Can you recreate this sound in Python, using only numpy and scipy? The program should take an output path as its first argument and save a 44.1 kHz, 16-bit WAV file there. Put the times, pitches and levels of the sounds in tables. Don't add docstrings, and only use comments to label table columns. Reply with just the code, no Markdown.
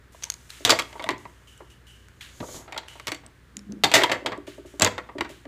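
import sys
import numpy as np
from scipy import signal
from scipy.fft import rfft, irfft
from scipy.io import wavfile
from scipy.ndimage import uniform_filter1d

SR = 44100
rng = np.random.default_rng(int(sys.argv[2]) if len(sys.argv) > 2 else 0)


def int16_out(signal):
    q = np.round(np.clip(np.atleast_2d(signal).T, -1, 1) * 32767)
    wavfile.write(sys.argv[1], SR, q.astype(np.int16))


N = 241631


def amp(db):
    return 10 ** (np.asarray(db) / 20)


def unit_rms(x):
    return x / np.sqrt(np.mean(x ** 2) + 1e-20)


def burst(x):
    return x * np.sqrt(.01 * SR / (np.sum(x ** 2) + 1e-20))


def decay(t, t60_s):
    return np.exp(-np.log(1000) * t / t60_s)


def curve_at(points, hz):
    points_hz, values = np.transpose(points)
    return np.interp(np.log(hz + 1), np.log(points_hz + 1), values)


def add(mix, start_s, sound):
    part = mix[max(round(start_s * SR), 0):][:len(sound)]
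    part += sound[:len(part)]


def band(x, lo_hz, hi_hz, order=3):
    return signal.sosfilt(signal.butter(order, [lo_hz, hi_hz], "band", fs=SR, output="sos"), x)


def resonate(x, hz, width_hz):
    return signal.lfilter(*signal.iirpeak(hz, hz / width_hz, fs=SR), x)


def noise(colour):
    gain = amp(curve_at(colour, np.fft.rfftfreq(N, 1 / SR)))
    return unit_rms(irfft(rfft(rng.standard_normal(N)) * gain, N))


def wander(samples):
    return unit_rms(uniform_filter1d(uniform_filter1d(rng.standard_normal(N), samples), samples))


def swells(strokes):
    t = np.arange(N) / SR
    return sum(amp(db) * decay(np.maximum(peak_s - t, 0), rise_s) * decay(np.maximum(t - peak_s, 0), fall_s)
               for peak_s, db, rise_s, fall_s in strokes)


def background(air_db=-56):
    # (frequency [Hz], relative level [dB])
    air_colour = [(15, -36), (25, -12.5), (75, 4.5), (169, -4.5), (281, -8.5), (389, -9), (722, -19.5),
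                  (1660, -11.5), (2560, -21), (3000, -21.5), (5580, -29), (7910, -30), (13500, -37),
                  (15500, -33.5)]
    # (frequency [Hz], rms level [dB])
    harmonics = [(60, -57.5), (120, -62.5)]
    t = np.arange(N) / SR
    hum = sum(amp(db) * np.sqrt(2) * np.sin(2 * np.pi * (hz * t + rng.random())) for hz, db in harmonics)
    return amp(air_db) * noise(air_colour) + hum


def swishes(rise_s=0.00058, whistle_hz=2950, grain=0.2, hiss_db=-29, hiss_growth=.5):
    # (time [s], strength [dB], whistle re rustle [dB], t60 [s])
    strokes = [(.121, -63, -14, 27), (.494, -51.5, -16, 1.5), (1.18, -66.5, -1, 1.7), (1.472, -64, 8, 0.85),
               (1.7, -63.5, 7.5, 0.22), (1.867, -61.5, 6, 0.9), (2.208, -42.5, -10, 0.47),
               (2.88, -51, 1, 0.87), (4.468, -48.5, -9.5, 0.58), (4.658, -62.5, -6, 1.2),
               (5.291, -49.5, -9, 0.5)]
    t = np.arange(SR) / SR
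    rustle = band(rng.standard_normal(N), 1300, 4100) * np.exp(grain * wander(90))
    whistle = resonate(resonate(rng.standard_normal(N), whistle_hz, 240), whistle_hz, 700)
    hiss = noise([(3000, -29.5), (5000, -7), (6700, -2), (9000, -6.5), (15000, -16.0)])
    hiss *= np.exp(.15 * wander(60))
    gains = np.zeros((3, N))
    for start_s, strength_db, whistle_db, t60_s in strokes:
        levels_db = strength_db, strength_db + whistle_db, hiss_db + hiss_growth * strength_db
        for gain, db in zip(gains, levels_db):
            add(gain, start_s, amp(db) * decay(t, t60_s) * (1 - np.exp(-t / rise_s)))
    return sum(gain * unit_rms(part) for gain, part in zip(gains, (rustle, whistle, hiss)))


def figure_response(samples=16384):
    # (frequency [Hz], level [dB])
    contact_colour = [(60, -2), (105, 7), (170, 3.5), (260, 11.5), (4000, 3.5), (5300, -2), (7600, -1),
                      (9000, -10.5), (11000, -14.5), (15500, -15)]
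    # (frequency [Hz], t60 [s], gain [dB])
    modes = [(503.5, 0.13, -8), (627.6, 0.055, 1), (922.5, 0.042, 2.5), (1127, 0.063, -0.5),
             (1387, 0.077, -9), (1654, 0.028, -3.5), (1880, 0.046, 0), (2028, 0.013, 1),
             (2140, 0.057, -4.5), (2873, 0.038, -7), (3310, 0.045, 1.5), (3649, 0.033, 3), (3940, 0.03, 1),
             (4490, 0.018, 0.5), (6000, .08, -9.5), (7480, 0.051, -4)]
    log_gain = np.log(amp(curve_at(contact_colour, abs(np.fft.fftfreq(samples, 1 / SR)))))
    tick = np.fft.ifft(np.exp(np.conj(signal.hilbert(log_gain)))).real
    return tick + sum(amp(db) * resonate(tick, hz, np.log(1000) / np.pi / t60_s) for hz, t60_s, db in modes)


def knocks(response, contact_hz=4500, knee_hz=1200, grain=0.27, q=10, limb_db=4, limb_oct=0.66):
    # (time [s], strength [dB], weight on table [dB],
    # tilt above knee [dB/oct], base rattle t60 [s], hollow torso [Hz], hard limb [Hz])
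    hits = [(.147, -47.5, -21, -28, 0.014, 680, 6700), (.224, -44.5, -20.5, 1.5, 0.45, 935, 6150),
            (.6501, -24.5, -5, 2.5, 0.17, 685, 3770), (.675, -25, -14.5, -2.5, 0.31, 468, 3370),
            (.694, -19, -14, -2.5, 0.037, 1120, 4900), (0.7022, -18, -13, 2.3, 0.16, 700, 4800),
            (0.72, -17, -31.5, -7.5, 0.062, 572, 1940), (.793, -26.5, -15.5, 0, 0.094, 1260, 2340),
            (.928, -47, -25.5, -2, 0.041, 944, 2400), (0.955, -36, -28, -22, .045, 925, 1990),
            (0.9954, -32, -32.5, -7.5, 0.086, 950, 2150), (1.024, -38.5, -6.5, -6, 0.13, 648, 3440),
            (1.0412, -32.5, -25, -6.5, .012, 660, 3500), (1.062, -33.5, -7, -10, .125, 940, 2130),
            (1.0895, -22, -33, -6, 0.061, 1015, 2100), (1.105, -32.5, -1.5, -3, 0.15, 1020, 1940),
            (1.2531, -38, -10, -13.5, 0.055, 1010, 1970), (1.6051, -40.5, -15, -20, 0.088, 407, 1700),
            (2.403, -36, 5, -7.5, 0.064, 440, 3900), (2.428, -34, -20, -34, 0.029, 470, 6870),
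            (2.438, -38.5, -18, -29, 0.075, 596, 6710), (2.486, -41, -28, -12, .11, 550, 6810),
            (2.544, -37.5, -7, -14, 0.43, 346, 6830), (2.679, -41.5, -22, -9, 0.14, 747, 1330),
            (2.7236, -38.5, -30, -3, .067, 770, 2280), (2.745, -42.5, -35, -4.5, 0.047, 770, 2350),
            (2.7634, -33.5, -22.5, -8.5, 0.033, 920, 1420), (2.7772, -34, -16, -0.4, 0.075, 870, 4050),
            (2.955, -44.5, -11, -18, .08, 870, 3080), (2.998, -44.5, -26, -2, 0.043, 1120, 2190),
            (3.0703, -37.5, -29.5, 2.5, 0.031, 388, 2190), (3.079, -33, -5, 0.6, .1, 1087, 2220),
            (3.118, -32.5, -10.5, 0, 0.068, 298, 2180), (3.146, -47, -16, 2.5, .046, 302, 2200),
            (3.236, -47.5, -2, -9.5, 0.2, 291, 7900), (3.8368, -16, -9.5, -0.25, 0.13, 822, 3700),
            (3.9161, -25.5, -16.5, -3, 0.24, 326, 2530), (3.9392, -13.5, -14.5, 1, 0.26, 692, 1900),
            (3.953, -17, -15, 0, 0.13, 554, 3700), (3.967, -18.5, -34.5, -1.7, 0.36, 373, 2020),
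            (4.017, -21, -25, -5, 0.085, 367, 1960), (4.0352, -17.5, -23, -2.5, 0.071, 945, 3120),
            (4.096, -25.5, -10.5, -6, 0.074, 720, 1770), (4.116, -20.5, -11.5, -2.5, 0.15, 528, 1780),
            (4.2605, -23.5, -13, -4, 0.13, 502, 3430), (4.32, -29.5, -7.5, -7, .11, 1110, 1880),
            (4.796, -31, -2.5, -12, 0.17, 606, 7410), (4.809, -29, -17, -3, 0.039, 608, 7560),
            (4.8197, -16.5, -6.5, -.5, 0.12, 600, 7740), (4.849, -23.5, -7.5, -2.5, 0.14, 1000, 3740),
            (4.862, -22.5, -21, -3.5, 0.023, 480, 2160), (4.872, -26.5, -5, -2.3, 0.036, 1017, 1740),
            (4.98, -29, -37.5, -5.5, 0.076, 1120, 1920), (5.0897, -38.5, -15, -12.5, 0.11, 1130, 1870),
            (5.183, -35.5, -3, -4.5, 0.078, 365, 2000), (5.2081, -24.5, -7, -4, 0.044, 356, 1960),
            (5.247, -37, -8, -6, 0.099, 325, 1510), (5.453, -49, -1, -4.5, 0.038, 294, 1750)]
    # (low edge [Hz], high edge [Hz], level [dB], rattle t60 factor [1], rise [s])
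    registers = [(73, 286, -1, 1.2, 0.001), (302, 1174, -0.5, 1.23, 0.0011),
                 (1310, 2587, -2, 0.92, 0.00073), (2850, 5020, 0, 0.48, 0.00055),
                 (5270, 14800, -4.5, 0.53, .0001)]
    t, out = np.arange(12000) / SR, np.zeros(N)
    responses = [band(response, lo_hz, hi_hz) for lo_hz, hi_hz, *_ in registers]
    contact = 0.27 * burst(np.exp(-2 * np.pi * contact_hz * t))
    for start_s, strength_db, weight_db, tilt_db_oct, t60_s, torso_hz, limb_hz in hits:
        push, clump = rng.standard_normal((2, len(t)))
        rattle = unit_rms(push * np.exp(grain * unit_rms(uniform_filter1d(clump, 40))))
        for k, (lo_hz, hi_hz, register_db, stretch, rise_s) in enumerate(registers):
            centre_hz = np.sqrt(lo_hz * hi_hz)
            tilt_db = weight_db if k == 0 else tilt_db_oct * max(np.log2(centre_hz / knee_hz), 0)
            lift_db = limb_db * np.exp(-(np.log2(centre_hz / limb_hz) / limb_oct) ** 2)
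            force = contact + burst(rattle * decay(t, t60_s * stretch) * (1 - np.exp(-t / rise_s)))
            torso = 2.1 * resonate(force, torso_hz, torso_hz / q)
            limb = 1.5 * resonate(force, limb_hz, limb_hz / q)
            knock = burst(signal.fftconvolve(force + torso + limb, responses[k]))
            add(out, start_s, amp(strength_db + register_db + tilt_db + lift_db) * knock)
    return out


def clicks(snap_t60_s=0.011, ping_t60_s=0.0089):
    # (time [s], level [dB], ring [Hz])
    slips = [(0.2359, -33.5, 6100), (0.2404, -30, 6420), (0.2527, -44, 6200), (0.3014, -25, 6530),
             (.321, -42, 6500), (0.34, -39.5, 6740), (.504, -40, 4040), (0.6504, -16, 3580),
             (0.696, -19.5, 1480), (0.7895, -24.5, 2290), (0.822, -37, 3400), (1.024, -47, 3430),
             (1.0412, -38.5, 3620), (1.09, -28.5, 2090), (1.181, -54, 6620), (1.577, -55.5, 7940),
             (2.085, -53, 1530), (2.2113, -49, 2110), (2.7237, -45.5, 2300), (2.778, -36.5, 3240),
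             (2.884, -45.5, 2950), (2.998, -46.5, 2170), (3.1197, -31.5, 1940), (3.2641, -48, 8100),
             (3.5688, -35.5, 6960), (3.5922, -49, 5520), (3.722, -47.5, 6300), (3.9163, -29, 4100),
             (4.0354, -25, 3200), (4.262, -32, 3420), (4.377, -57, 7900), (4.798, -27.5, 7240),
             (4.821, -18.5, 7420), (4.847, -18, 6800)]
    t, out = np.arange(3000) / SR, np.zeros(N)
    for start_s, db, hz in slips:
        force = rng.standard_normal(len(t)) * decay(t, snap_t60_s)
        force[0] += 2.5
        snap = band(force, hz / 4, 8000, order=2)
        ping = np.sin(2 * np.pi * hz * t) * decay(t, ping_t60_s)
        add(out, start_s, amp(db) * burst(burst(snap) + 1.5 * burst(ping)))
    return out


def handling(friction, response):
    # (peak time [s], level [dB], rise [s], fall [s])
    strokes = [(.62, -63, 1.5, 0.26), (.92, -52, .15, 1.7), (2.79, -52.5, 1.05, 1.5),
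               (5.06, -60.5, .15, 0.37), (5.3, -65, 0.19, 0.39)]
    rub = band(signal.fftconvolve(friction, response)[:N], 490, 2000, order=1)
    return swells(strokes) * unit_rms(rub)


def bumps(rise_s=0.006):
    # (time [s], level [dB])
    pushes = [(0.605, -41.5), (1.1, -28), (1.607, -45.5), (2.405, -36), (3.967, -22.5), (4.016, -34),
              (4.218, -39), (4.249, -29.5), (4.272, -31), (4.377, -31.5), (4.476, -33), (4.581, -35.5),
              (4.65, -40), (4.738, -39.5), (4.918, -42), (5.153, -30.5), (5.186, -32.5), (5.2984, -39),
              (5.454, -35.5)]
    # (frequency [Hz], t60 [s], relative level [dB])
    modes = [(287.7, .11, -0.5), (352, 0.22, -5.5), (394, 0.2, -4.5), (508, 0.031, -12), (579, 0.027, 8.5),
             (637, 0.079, -9.5), (911, 0.032, -5.5), (1170, 0.089, -18.5)]
    t, out = np.arange(20000) / SR, np.zeros(N)
    for start_s, db in pushes:
        scatter = rng.standard_normal((len(modes), 2))
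        ring = sum(amp(mode_db + vary_db) * decay(t, t60_s) * np.sin(2 * np.pi * hz * t + phase)
                   for (hz, t60_s, mode_db), (vary_db, phase) in zip(modes, scatter))
        add(out, start_s, amp(db) * burst(ring * (1 - np.exp(-t / rise_s))))
    return out


def slams(rise_s=.005):
    # (time [s], level [dB], pitch [Hz], t60 [s], shudder re boom [dB])
    blows = [(.695, -43.5, 126, 0.2, -15.5), (2.404, -39, 182, .11, -3), (3.839, -34, 145, .15, -9.5),
             (3.94, -33, 117.6, .21, -11), (4.821, -28.5, 98, 0.3, -10), (5.21, -41, 103.5, 0.18, -10)]
    t, out = np.arange(20000) / SR, np.zeros(N)
    for start_s, db, hz, t60_s, shudder_db in blows:
        boom = np.sin(2 * np.pi * hz * t) + amp(shudder_db) * np.sin(np.pi * hz * t)
        add(out, start_s, amp(db) * burst(boom * decay(t, t60_s) * (1 - np.exp(-t / rise_s))))
    return out


def slide():
    # (peak time [s], level [dB], rise [s], fall [s])
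    strokes = [(2.565, -40, 0.76, 0.26)]
    # (frequency [Hz], relative level [dB])
    colour = [(530, -0.5), (900, -9.5), (1030, -21), (2310, -10), (2630, -20), (3070, -6.5), (5370, -8.5),
              (6730, 1.5), (9070, -12.5), (11200, -9.5), (15500, -22)]
    return swells(strokes) * noise(colour)


def drone(friction, pitch_hz=206, waver=.05):
    # (peak time [s], level [dB], rise [s], fall [s])
    strokes = [(3.572, -45.5, 0.14, 0.76), (3.698, -34, 0.072, .55)]
    cycles = np.cumsum(pitch_hz * (1 + waver * wander(700))) / SR
    roughness = unit_rms(band(friction, 180, 320, order=2))
    return swells(strokes) * unit_rms(np.sin(2 * np.pi * cycles) + .7 * roughness)


def room(x, delay_s=0.0046):
    # (frequency [Hz], t60 [s])
    decay_times = [(150, 0.7), (500, 0.34), (2000, 0.33), (4000, 0.3), (10000, 0.25)]
    hz, t, spectrum = signal.stft(rng.standard_normal(32768), SR, nperseg=256)
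    tail = signal.istft(spectrum * decay(t, curve_at(decay_times, hz)[:, None]), SR, nperseg=256)[1]
    tail *= np.clip(np.arange(len(tail)) / SR / delay_s - 1, 0, 1)
    return signal.fftconvolve(x, tail / np.linalg.norm(tail))[:N]


def scene(knock_room_db=-13.5, click_room_db=-21):
    response = figure_response()
    struck = knocks(response) + bumps() + slams()
    clicked = clicks()
    echo = room(amp(knock_room_db) * struck + amp(click_room_db) * clicked)
    sleeves = swishes()
    friction = rng.standard_normal(N) * np.exp(.5 * wander(130))
    rubbing = handling(friction, response) + drone(friction) + slide()
    return (struck + clicked + echo + sleeves + rubbing + background())[None]


def record(dry, ceiling=.9, cutoff_hz=15400):
    rounded = dry / (1 + (dry / ceiling) ** 4) ** .25
    taps = signal.firwin(255, cutoff_hz, window=("kaiser", 7), fs=SR)
    return signal.oaconvolve(rounded, taps[None], "same")


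dry = scene()
out = record(dry)
int16_out(out)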